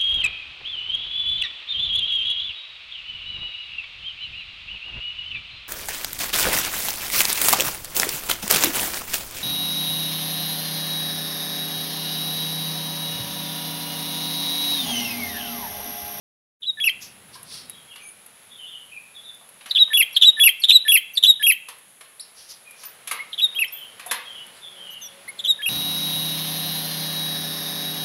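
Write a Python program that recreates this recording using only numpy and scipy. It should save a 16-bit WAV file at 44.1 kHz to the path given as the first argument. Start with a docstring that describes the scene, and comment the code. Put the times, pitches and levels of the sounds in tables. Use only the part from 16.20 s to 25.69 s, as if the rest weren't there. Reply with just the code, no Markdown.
"""Over a faint outdoor rumble and microphone hiss, a bulbul whistles and chirrups close by, in a wire
cage under an awning; later it sings runs of chip, warbled whistle and falling chirrup. Its syrinx is a
gliding oscillator whose rasp adds pitch jitter, subharmonics and breath noise. A bird rasps faintly,
things swish and knock, claws tick, other birds call from trees and cages, and a far motor grows near
the end. Near surfaces return discrete reflections; the open yard adds a short diffuse tail."""
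import sys
import numpy as np
from scipy import signal
from scipy.fft import rfft, irfft, next_fast_len
from scipy.io import wavfile
from scipy.ndimage import uniform_filter1d, minimum_filter1d, map_coordinates

SR = 44100
rng = np.random.default_rng(int(sys.argv[2]) if len(sys.argv) > 2 else 0)


def waveform_to_disk(signal):
    """Save audio, clipped to [-1, 1], as 16-bit WAV at the path in sys.argv[1]."""
    frames = np.transpose(np.atleast_2d(signal))
    scaled = np.clip(frames, -1, 1) * 32767
    samples = np.round(scaled).astype(np.int16)
    wavfile.write(sys.argv[1], SR, samples)


N = 418509
TOP_HZ = 15750  # band limit


def amp(db):
    """Decibels to amplitude ratio."""
    return 10 ** (np.asarray(db) / 20)


def unit(x):
    """Normalisation to rms 1."""
    return x / np.sqrt(np.mean(x ** 2) + 1e-20)


def along(points, hz):
    """Interpolation of (frequency_hz, value) points on a log frequency axis."""
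    knots_hz, values = np.transpose(points)
    return np.interp(np.log(hz + 1), np.log(knots_hz + 1), values)


def curves(rows, t):
    """Linear interpolation of each column after the first, time_s, at times t."""
    time_s, *columns = np.transpose(rows)
    return [np.interp(t, time_s, column) for column in columns]


def clock(length_s):
    """Sample times in seconds."""
    return np.arange(int(length_s * SR)) / SR


def wobble(rate_hz, n):
    """Smooth random modulation: a spline through rate_hz Gaussian knots a second."""
    knots = rng.standard_normal(int(n * rate_hz / SR) + 4)
    return map_coordinates(knots, [np.arange(n) * rate_hz / SR])


def filtered(x, response):
    """Zero-phase filtering: the spectrum times a response of frequency."""
    size = next_fast_len(len(x) + 8192)
    return irfft(rfft(x, size) * response(np.fft.rfftfreq(size, 1 / SR)), size)[:len(x)]


def noise(spectrum, n):
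    """White noise shaped by (frequency_hz, density_db) points, at rms 1."""
    return unit(filtered(rng.standard_normal(n), lambda hz: amp(along(spectrum, hz))))


def add(track, start_s, x):
    """Superposition of x on the track."""
    part = track[max(0, round(start_s * SR)):][:len(x)]
    part += x[:len(part)]


def phase_of(hz):
    """Phase is the time integral of frequency."""
    return 2 * np.pi * np.cumsum(hz) / SR


def background(rumble_gain_db=-1.5, yard_gain_db=2, hiss_db=-54, motor_hz=186):
    """Traffic, yard and microphone hiss are broadband noise; a far motor adds a harmonic series."""
    # Background level over time, ducking while the bulbul sings loudly: time_s, rumble_db, yard_db
    levels = [(0.6, -58.5, -59.5), (0.75, -58, -56.5), (1.41, -53, -56), (1.69, -62, -57),
              (2.65, -65.5, -58), (3.97, -64, -56), (4.51, -67, -58.5), (5.33, -66.5, -61.5),
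              (6.09, -71, -59.5), (6.94, -65, -54), (8.08, -63, -52), (8.5, -63, -53), (9.49, -60.5, -52.5)]
    # Spectra of distant traffic, open yard and microphone: frequency_hz, density_db
    rumble_spectrum = [(25, -27.5), (45, -15), (70, -7.5), (110, 0.5), (180, 1.5), (230, 1.5), (290, -4),
                       (450, -9.5), (650, -23)]
    yard_spectrum = [(250, -19.5), (480, -5.5), (1100, -6.5), (2000, -6), (3500, -7.5), (6000, -19.5),
                     (9000, -27.5)]
    hiss_spectrum = [(3530, -55), (6000, -15), (6740, -9), (7330, -11.5), (8560, -10), (10200, 2.5),
                     (10900, 4.5), (12200, -11.5), (12900, -19.5), (15600, -20.5)]
    # Harmonics of the motor: order, level_db
    motor_orders = [(1, -5), (2, -9), (3, 0)]
    # Envelopes of the motor and of the whole background: time_s, gain_db
    motor_swell = [(0, -79), (7.9, -77), (8.4, -63.5), (9.49, -58.5)]
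    fade_in = [(0, -120), (.38, -90), (.41, -10), (.48, -7.5), (.62, 0.5)]
    t = np.arange(N) / SR
    rumble_db, yard_db = curves(levels, t)
    rumble = amp(rumble_db + rumble_gain_db + 0.63 * wobble(6.8, N)) * noise(rumble_spectrum, N)
    yard = amp(yard_db + yard_gain_db + .7 * wobble(6, N)) * noise([(60, -50)] + yard_spectrum, N)
    shaft = phase_of(motor_hz + 4 * wobble(25, N))
    hum = sum(amp(db + 4.5 * wobble(8, N)) * np.sin(k * shaft) for k, db in motor_orders)
    motor = amp(curves(motor_swell, t)[0]) * hum
    hiss = amp(hiss_db) * noise(hiss_spectrum, N)
    return (rumble + yard + motor + hiss) * amp(curves(fade_in, t)[0])


def note(length_s, hz, db, rasp, slide_hz=0, bow_hz=0, rise_db=0, fade_db=0, crest=0.55):
    """Contours of pitch, level and rasp: a parabolic glide that swells to a crest and fades."""
    progress = np.linspace(0, 1, int(length_s * SR))
    pitch = hz + slide_hz * progress + bow_hz * (1 - (2 * progress - 1) ** 2)
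    level = db - np.interp(progress, [0, np.clip(crest, .05, .95), 1], [rise_db, 0, fade_db])
    return np.array([pitch, level, np.full(len(progress), np.clip(rasp, 0, 1))])


def warbled(contours, rate_hz, depth_hz, depth_db, first_top_s, drift_rad=0.14, uneven_db=2.5):
    """Frequency and amplitude modulation by one slightly uneven swing."""
    hz, db, rasp = contours
    n = len(hz)
    angle = 2 * np.pi * rate_hz * (np.arange(n) / SR - first_top_s) + drift_rad * wobble(rate_hz, n)
    swing = np.cos(angle) * amp(uneven_db * wobble(rate_hz, n))
    return np.array([hz + depth_hz * swing, db + depth_db * swing, rasp])


def legato(*notes, glide_s=0.0047, edge_s=0.0044, quiet_db=-23.5):
    """Smoothing joins notes under one envelope, giving rows of time_s, pitch_hz, level_db, rasp."""
    hz, db, rasp = uniform_filter1d(np.hstack(notes), size=int(glide_s * SR), axis=1)
    t = np.arange(len(hz)) / SR
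    opening = np.minimum(1, np.minimum(t, t[-1] - t) / edge_s)
    return np.transpose([t, hz, db + quiet_db * (1 - opening), rasp])


def whistle():
    """A frequency-modulated note sinks, climbs back and settles on a nearly pure, sagging tone."""
    sink = note(.036, 3508, db=0.5, rasp=0.26, slide_hz=-430, bow_hz=60.4,
                rise_db=12.5, fade_db=5.5, crest=0.53)
    warble = warbled(sink, rate_hz=82, depth_hz=475, depth_db=3.5, first_top_s=.0028)
    climb = note(.012, 3540, db=-1.5, rasp=0.16, slide_hz=120, bow_hz=-62,
                 rise_db=3, fade_db=3.5, crest=.3)
    pure = note(0.057, 4063, db=1.5, rasp=.02, slide_hz=-321.4, bow_hz=20,
                rise_db=8.5, fade_db=9.5, crest=0.7)
    return legato(warble, climb, pure)


def chirrup(low_db, scoop_hz):
    """The fundamental leaps nearly an octave, holds, catches, falls back and flicks up."""
    low = note(.032, 1800, db=low_db, rasp=.24, slide_hz=-51, bow_hz=-59,
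               rise_db=9, fade_db=0.5, crest=0.78)
    held = note(.0375, 3234 - scoop_hz, db=3, rasp=0.048, slide_hz=scoop_hz,
                bow_hz=70 + 0.43 * scoop_hz, rise_db=8, fade_db=4, crest=.36)
    catch = note(0.0077, 2640, db=1, rasp=.1)
    sag = note(.031, 2918, db=2, rasp=0.15, slide_hz=-350.6, bow_hz=70.5,
               rise_db=1.5, fade_db=2.5, crest=0.93)
    fall = note(.0145, 2567.4, db=0, rasp=0.13, slide_hz=-710, bow_hz=-92.5, fade_db=11.5, crest=0.085)
    flick = note(.019, 3130, db=3, rasp=0.13, slide_hz=-51, rise_db=5.5, fade_db=16, crest=0.11)
    return legato(low, held, catch, sag, fall, flick)


def syrinx(shape, stretch, pitch_ratio, first_db, second_db, octave_db, upper_db):
    """Source and filter: a harmonic oscillator; rasp adds jitter, period doubling and breath noise."""
    # Interference of close reflections at the fundamental: frequency_hz, gain_db
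    interference = [(1750, 6.5), (2100, 3), (2350, 3), (2650, 5.5), (2900, -9.5), (3060, -4.5), (3330, 2),
                    (3530, -0.5), (3780, 4), (4000, 0.5), (4500, -4)]
    # Response of beak and microphone to the overtones: frequency_hz, gain_db
    overtone_response = [(3400, -15), (4200, -16), (5600, -32), (6650, -44.5), (7650, -33), (8500, -29.5),
                         (10000, -9), (11300, 3.5), (12200, -4), (13300, -20), (14000, -10.5), (15500, -22)]
    # Air passing the syrinx: frequency_hz, density_db
    breath_spectrum = [(1000, -32), (2800, -22.5), (4500, 3), (6500, -8), (9000, 7.5), (11500, -3.5),
                       (15500, -13)]
    length_s = shape[-1][0]
    t = clock(length_s * stretch) / stretch
    hz, db, rasp = uniform_filter1d(np.array(curves(shape, t)), size=64, axis=1)
    hz = hz * pitch_ratio
    jitter = (.0015 + .025 * rasp) * wobble(1500, len(t)) + .025 * rasp * wobble(250, len(t))
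    phase = phase_of(hz * (1 + jitter))
    tone = amp(along(interference, hz)) * np.sin(phase)
    doubled_period = np.sin(phase / 2) + 0.81 * np.sin(1.5 * phase)
    tone += (amp(-45) + rasp * amp(-31)) * doubled_period
    for k in np.arange(2, 7, .5):
        lift_db = octave_db if k == 2 else upper_db + 5 * rasp
        rolloff_db = 3 * max(0, k - 4)
        strength = amp(along(overtone_response, k * hz) + lift_db - rolloff_db)
        if k % 1:  # lines halfway between the harmonics
            strength *= amp(-3) * (rasp + 0.034)
        tone += strength * (k * hz < SR / 2) * np.sin(k * phase)
    tone += amp(-25) * rasp * noise(breath_spectrum, len(t))
    flutter_db = 2.5 * rasp * wobble(400, len(t))
    effort_db = np.interp(t / length_s, [.42, .55], [first_db, second_db])
    return np.sqrt(2) * amp(db + effort_db + flutter_db) * tone


def reverberation(x, gap_s=0.0087):
    """The yard's diffuse field: convolution with decaying noise that dies fastest near 8 kHz."""
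    # Reverberation time of the yard: frequency_hz, t60_s
    decay = [(300, 0.32), (3000, 0.53), (8000, 0.077), (14000, 0.29)]
    hz, t, spectra = signal.stft(rng.standard_normal(SR * 3 // 4), SR, nperseg=256)
    envelope = amp(-60 * t / along(decay, hz)[:, None])
    tail = signal.istft(spectra * envelope, SR, nperseg=256)[1]
    tail[:int(gap_s * SR)] = 0
    return signal.fftconvolve(x, tail / np.linalg.norm(tail))


def bulbul(wet_db=-19):
    """The song arrives as direct sound, early reflections and a reverberant tail."""
    # Syllables: start_s, stretch, pitch_ratio, first_half_db, second_half_db, octave_db, upper_db
    whistles = [(0.419, 0.92, 0.98, -31, -24, 1, -37), (3.547, 0.91, 0.98, -12.5, -12, -3, -30),
                (4.011, 0.91, 0.98, -7, -10, 12, -25.5), (4.483, 0.9, 1.007, -8.5, -8.5, 12.5, -20.5),
                (5.025, 0.91, 0.98, -9.5, -11, 14, -18), (7.177, 0.84, 0.965, -20.5, -16, 5, -20.5),
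                (9.238, 0.85, 0.97, -20.5, -16.5, 16, -19.5)]
    chips = [(3.484, 0.59, 1.07, -10, -17.5, -6, -27), (3.924, 0.93, 0.99, -10, -12, 5, -20),
             (4.394, 1, 1.006, -9.5, -12.5, 9.5, -25), (4.933, 0.92, 1.047, -9.5, -14.5, 11, -23.5),
             (7.088, 0.98, .98, -53, -28, -13, -23), (9.148, 1, .98, -55, -29, 23, -21)]
    peeps = [(6.988, 1, 0.95, -35.5, -38, -14, -10), (9.077, 0.75, 0.95, -37.5, -39.5, 4, 3)]
    # Chirrups: the same columns, then low_note_db, scoop_hz
    chirrups = [(0.569, 1.02, 1.015, -24.5, -18, 8.5, -12, -14.5, -1),
                (3.701, 1.016, 1.025, -16.5, -15.5, 3, -4, -16, -0.5),
                (4.166, 1.011, 1.024, -14.5, -13, 5, -1, -17, -0.5),
                (4.648, 1.026, 1.016, -14.5, -15, 5.2, -1, -17, 2),
                (5.194, 1.037, .995, -19, -17.5, 5.5, 0.5, -14.5, 75.5),
                (7.314, 1.06, .99, -28.5, -22.5, -2.5, -9.5, -35, 399),
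                (9.387, 1.05, 0.99, -30, -21.5, 4, -6, -7.5, 81)]
    # Reflections from awning and walls: delay_s, gain_db
    reflections = [(.0031, -14.5), (.0074, -13.5), (.0128, -21.5), (.0265, -32.5), (.036, -43.5)]
    syllables = []
    for contour, rows in ((chip, chips), (whistle, whistles), (peep, peeps)):
        syllables += [(start_s, contour(), manner) for start_s, *manner in rows]
    for start_s, *manner, low_db, scoop_hz in chirrups:
        syllables.append((start_s, chirrup(low_db, scoop_hz), manner))
    direct, reflected = np.zeros(N), np.zeros(N)
    for start_s, shape, manner in syllables:
        call = syrinx(shape, *manner)
        add(direct, start_s, call)
        add(reflected, start_s, amp(wet_db) * reverberation(call))
    for delay_s, db in reflections:
        add(reflected, delay_s, amp(db) * direct)
    return direct + reflected


def rasp_and_swishes(gain_db=-3, wet_db=-6):
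    """A bird's faint harsh rasp, then soft swishes: amplitude-modulated bands of noise."""
    # The rasp (first row) and the swishes: crest_s, rise_s, fall_s, centre_hz, level_db
    bursts = [(0.828, 0.026, 0.068, 5880, -36), (1.15, .03, 0.033, 4970, -40),
              (1.35, .1, 0.11, 4920, -34.5), (6.186, .04, .13, 5190, -42.5),
              (6.31, .035, 0.043, 5460, -35.5), (6.62, 0.066, 0.098, 5630, -43.5),
              (8.372, 0.061, 0.036, 4200, -49.5)]
    # Their spectrum: ratio_to_centre, density_db
    colour = [(.4, -20), (.7, -8.5), (.9, -2), (1.1, -3), (1.45, -21), (2, -6), (2.8, -30.5)]
    out = np.zeros(N)
    for crest_s, rise_s, fall_s, centre_hz, db in bursts:
        t = clock(rise_s + fall_s)
        from_crest = np.interp(t, [0, rise_s, rise_s + fall_s], [-1, 0, 1])
        swell_db = -20 * np.abs(from_crest) ** 1.5 + 1.3 * wobble(200, len(t))
        spectrum = [(centre_hz * ratio, level) for ratio, level in colour]
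        burst = amp(db + gain_db + swell_db) * noise(spectrum, len(t))
        add(out, crest_s - rise_s, burst)
        add(out, crest_s - rise_s, amp(wet_db) * reverberation(burst))
    return out


def claws(gain_db=-5, t60_s=0.04):
    """Light impacts on perch and wire: bright noise bursts with exponential decay."""
    # Claw ticks: start_s, level_db
    ticks = [(1.084, -45), (1.2304, -31.5), (1.497, -24.5), (2.062, -33), (3.1462, -38), (3.2899, -35.5),
             (5.5847, -39), (5.998, -34.5), (6.509, -33), (8.266, -36)]
    # Their spectrum: frequency_hz, density_db
    spectrum = [(300, -20), (2000, -5.5), (7000, -14.5), (11000, 11), (15000, -19)]
    out, t = np.zeros(N), clock(0.082)
    for start_s, db in ticks:
        add(out, start_s, amp(db + gain_db - 60 * t / t60_s) * noise(spectrum, len(t)))
    return out


def knocks(gain_db=-10, wet_db=-4, crack_t60_s=0.041, clatter_t60_s=0.085, ring_t60_s=0.097):
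    """Each impact excites a broadband crack and clatter and a hollow ring of damped modes."""
    # Blows in the yard: start_s, level_db, body_db, treble_db
    blows = [(1.154, -36, 9.5, 16), (1.758, -30.5, -12, -13.5), (3.21, -43.5, 8, -16),
             (3.408, -34, -9.5, -23), (3.458, -25, -5, -11.5), (3.677, -35.5, 1.5, -20.5),
             (5.485, -23.5, -4.5, -4.5), (5.808, -29.5, -5, -9.5), (6.634, -26.5, -8.5, -4.5),
             (6.873, -17, -12, -5), (6.911, -11.5, -4.5, -3.5), (7.795, -25, -7, -11),
             (7.861, -22, 3.5, 12), (7.911, -8, -3, -3)]
    # Spectrum of the clatter: frequency_hz, density_db
    spectrum = [(120, -49), (250, -8.5), (450, -18), (750, -11), (1150, 6), (1450, -1), (1900, 2),
                (3500, -5), (5800, -9.5), (8600, -7), (10800, 6), (15500, -28)]
    # Modes of the ring: frequency_hz, width_hz, level_db
    modes = [(493.4, 80, -4.5), (722, 87, 1), (955, 150, 0.5), (1120, 116, 2), (1592, 40, -0.5),
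             (1870, 79, -20.5), (2360, 92, -9)]
    out, t = np.zeros(N), clock(.2)
    attack = 1 - np.exp(-t / 0.00224)
    decay = amp(-60 * t / clatter_t60_s) + amp(-2 - 60 * t / crack_t60_s)
    for start_s, db, body_db, treble_db in blows:
        tint = [(1200, body_db), (3500, 0), (10000, treble_db)]
        clatter = unit(filtered(noise(spectrum, len(t)), lambda hz: amp(along(tint, hz))))
        ring = np.zeros(len(t))
        for mode_hz, width_hz, mode_db in modes:
            strength = amp(mode_db + rng.normal(0, 3.8))
            ring += strength * np.sin(phase_of(mode_hz + width_hz / 2 * wobble(130, len(t))))
        ring = unit(ring) * amp(body_db - 5 - 60 * t / ring_t60_s)
        knock = (clatter * decay + ring) * amp(db + gain_db) * attack
        add(out, start_s, knock)
        add(out, start_s, amp(wet_db) * reverberation(knock))
    return out


def slur(length_s, first_hz, last_hz, waver_hz):
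    """A tapered sine sweep with random frequency modulation, at rms 1."""
    n = int(length_s * SR)
    hz = np.linspace(first_hz, last_hz, n) + waver_hz * wobble(150, n)
    return unit(np.sin(phase_of(hz)) * signal.windows.tukey(n, .5))


def tree_birds(droop=0.0824, direct_db=-10, wet_db=1):
    """Drooping whistles from beyond the critical distance: reverberation outweighs direct sound."""
    # Calls from the trees: start_s, length_s, pitch_hz, level_db
    calls = [(1.479, 0.031, 3800, -49.5), (1.515, 0.042, 3260, -53), (1.672, 0.031, 3270, -50),
             (1.699, 0.027, 2840, -47), (1.791, 0.027, 2410, -48), (2.285, .067, 3500, -49.5),
             (2.376, 0.046, 2960, -42), (2.445, 0.053, 3320, -44.5), (2.489, 0.063, 3043, -41.5),
             (2.691, 0.097, 2467, -46.5), (2.937, 0.043, 3450, -46), (3.024, 0.069, 3594, -45.5),
             (3.24, 0.037, 547, -65), (4.42, 0.026, 555, -75), (5.223, 0.039, 546, -68.5),
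             (6.446, 0.037, 2443, -50), (7.5, .14, 3136, -44), (7.872, .036, 3510, -41),
             (8.035, 0.064, 3250, -42), (8.112, 0.066, 3023, -42.5), (8.411, 0.047, 3495, -41),
             (8.522, 0.28, 3020, -46), (8.803, .038, 3520, -46)]
    out = np.zeros(N)
    for start_s, length_s, hz, db in calls:
        call = amp(db) * slur(length_s, hz * (1 + droop / 2), hz * (1 - droop / 2), waver_hz=105)
        add(out, start_s, amp(direct_db) * call)
        add(out, start_s, amp(wet_db) * reverberation(call))
    return out


def neighbour_birds():
    """Nearer, so drier: faint slurs, with an octave where it lies under the band limit."""
    # Calls from the next cages: start_s, length_s, first_hz, last_hz, level_db, octave_db, wet_db
    calls = [(1.805, .093, 6140, 6770, -61, -8, 2), (1.812, 0.11, 9550, 10000, -50.5, -40, 5.5),
             (5.995, 0.0112, 3500, 4850, -39, -6, -6.5), (6.003, .013, 4340, 5760, -42, 6, -4),
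             (6.65, 0.028, 13400, 13700, -37.5, -31, -9), (7.478, 0.013, 5250, 5540, -45.5, -3, -9),
             (7.521, 0.027, 13300, 13750, -35, -40, -1), (8.7, 0.049, 5600, 6600, -58, 9, -16),
             (8.808, 0.076, 6470, 5520, -39.5, -9.5, -16)]
    out = np.zeros(N)
    for start_s, length_s, first_hz, last_hz, db, octave_db, wet_db in calls:
        in_band = 2 * last_hz < TOP_HZ
        octave = amp(octave_db) * in_band * slur(length_s, 2 * first_hz, 2 * last_hz, waver_hz=50)
        call = amp(db) * (slur(length_s, first_hz, last_hz, waver_hz=25) + octave)
        add(out, start_s, call)
        add(out, start_s, amp(wet_db) * reverberation(call))
    return out


def chip():
    """The bulbul's squeak and thin lead-in break into a buzz of fast frequency modulation."""
    squeak = note(.022, 5300, db=-35, rasp=0.54, bow_hz=482, rise_db=12.5, fade_db=12.5)
    lead = note(.0205, 4320, db=-17, rasp=1, rise_db=10, crest=.7)
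    rise = note(.022, 3450, db=1, rasp=0.64, slide_hz=337, bow_hz=-56,
                rise_db=4.5, fade_db=11, crest=.35)
    buzz = warbled(rise, rate_hz=135, depth_hz=472, depth_db=-1, first_top_s=.0085)
    return legato(squeak, lead, buzz)


def peep():
    """The bulbul's soft single note: a fundamental that rises and levels off."""
    return legato(note(0.044, 2007, db=3.5, rasp=.01, slide_hz=240, bow_hz=170,
                       rise_db=7, fade_db=13, crest=0.42))


def scene():
    """All sources superpose at one microphone."""
    return (background() + bulbul() + rasp_and_swishes() + claws() + knocks()
            + tree_birds() + neighbour_birds())[None]


def record(dry):
    """Peak limiting lowers the gain around the loudest samples; a low-pass sets the band limit."""
    ceiling = .93
    needed_gain = np.minimum(1, ceiling / (np.abs(dry[0]) + 1e-9))
    gain = uniform_filter1d(minimum_filter1d(needed_gain, size=128), size=128)
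    return filtered(dry[0] * gain, lambda hz: hz < TOP_HZ)[None]


dry = scene()
out = record(dry)
waveform_to_disk(out)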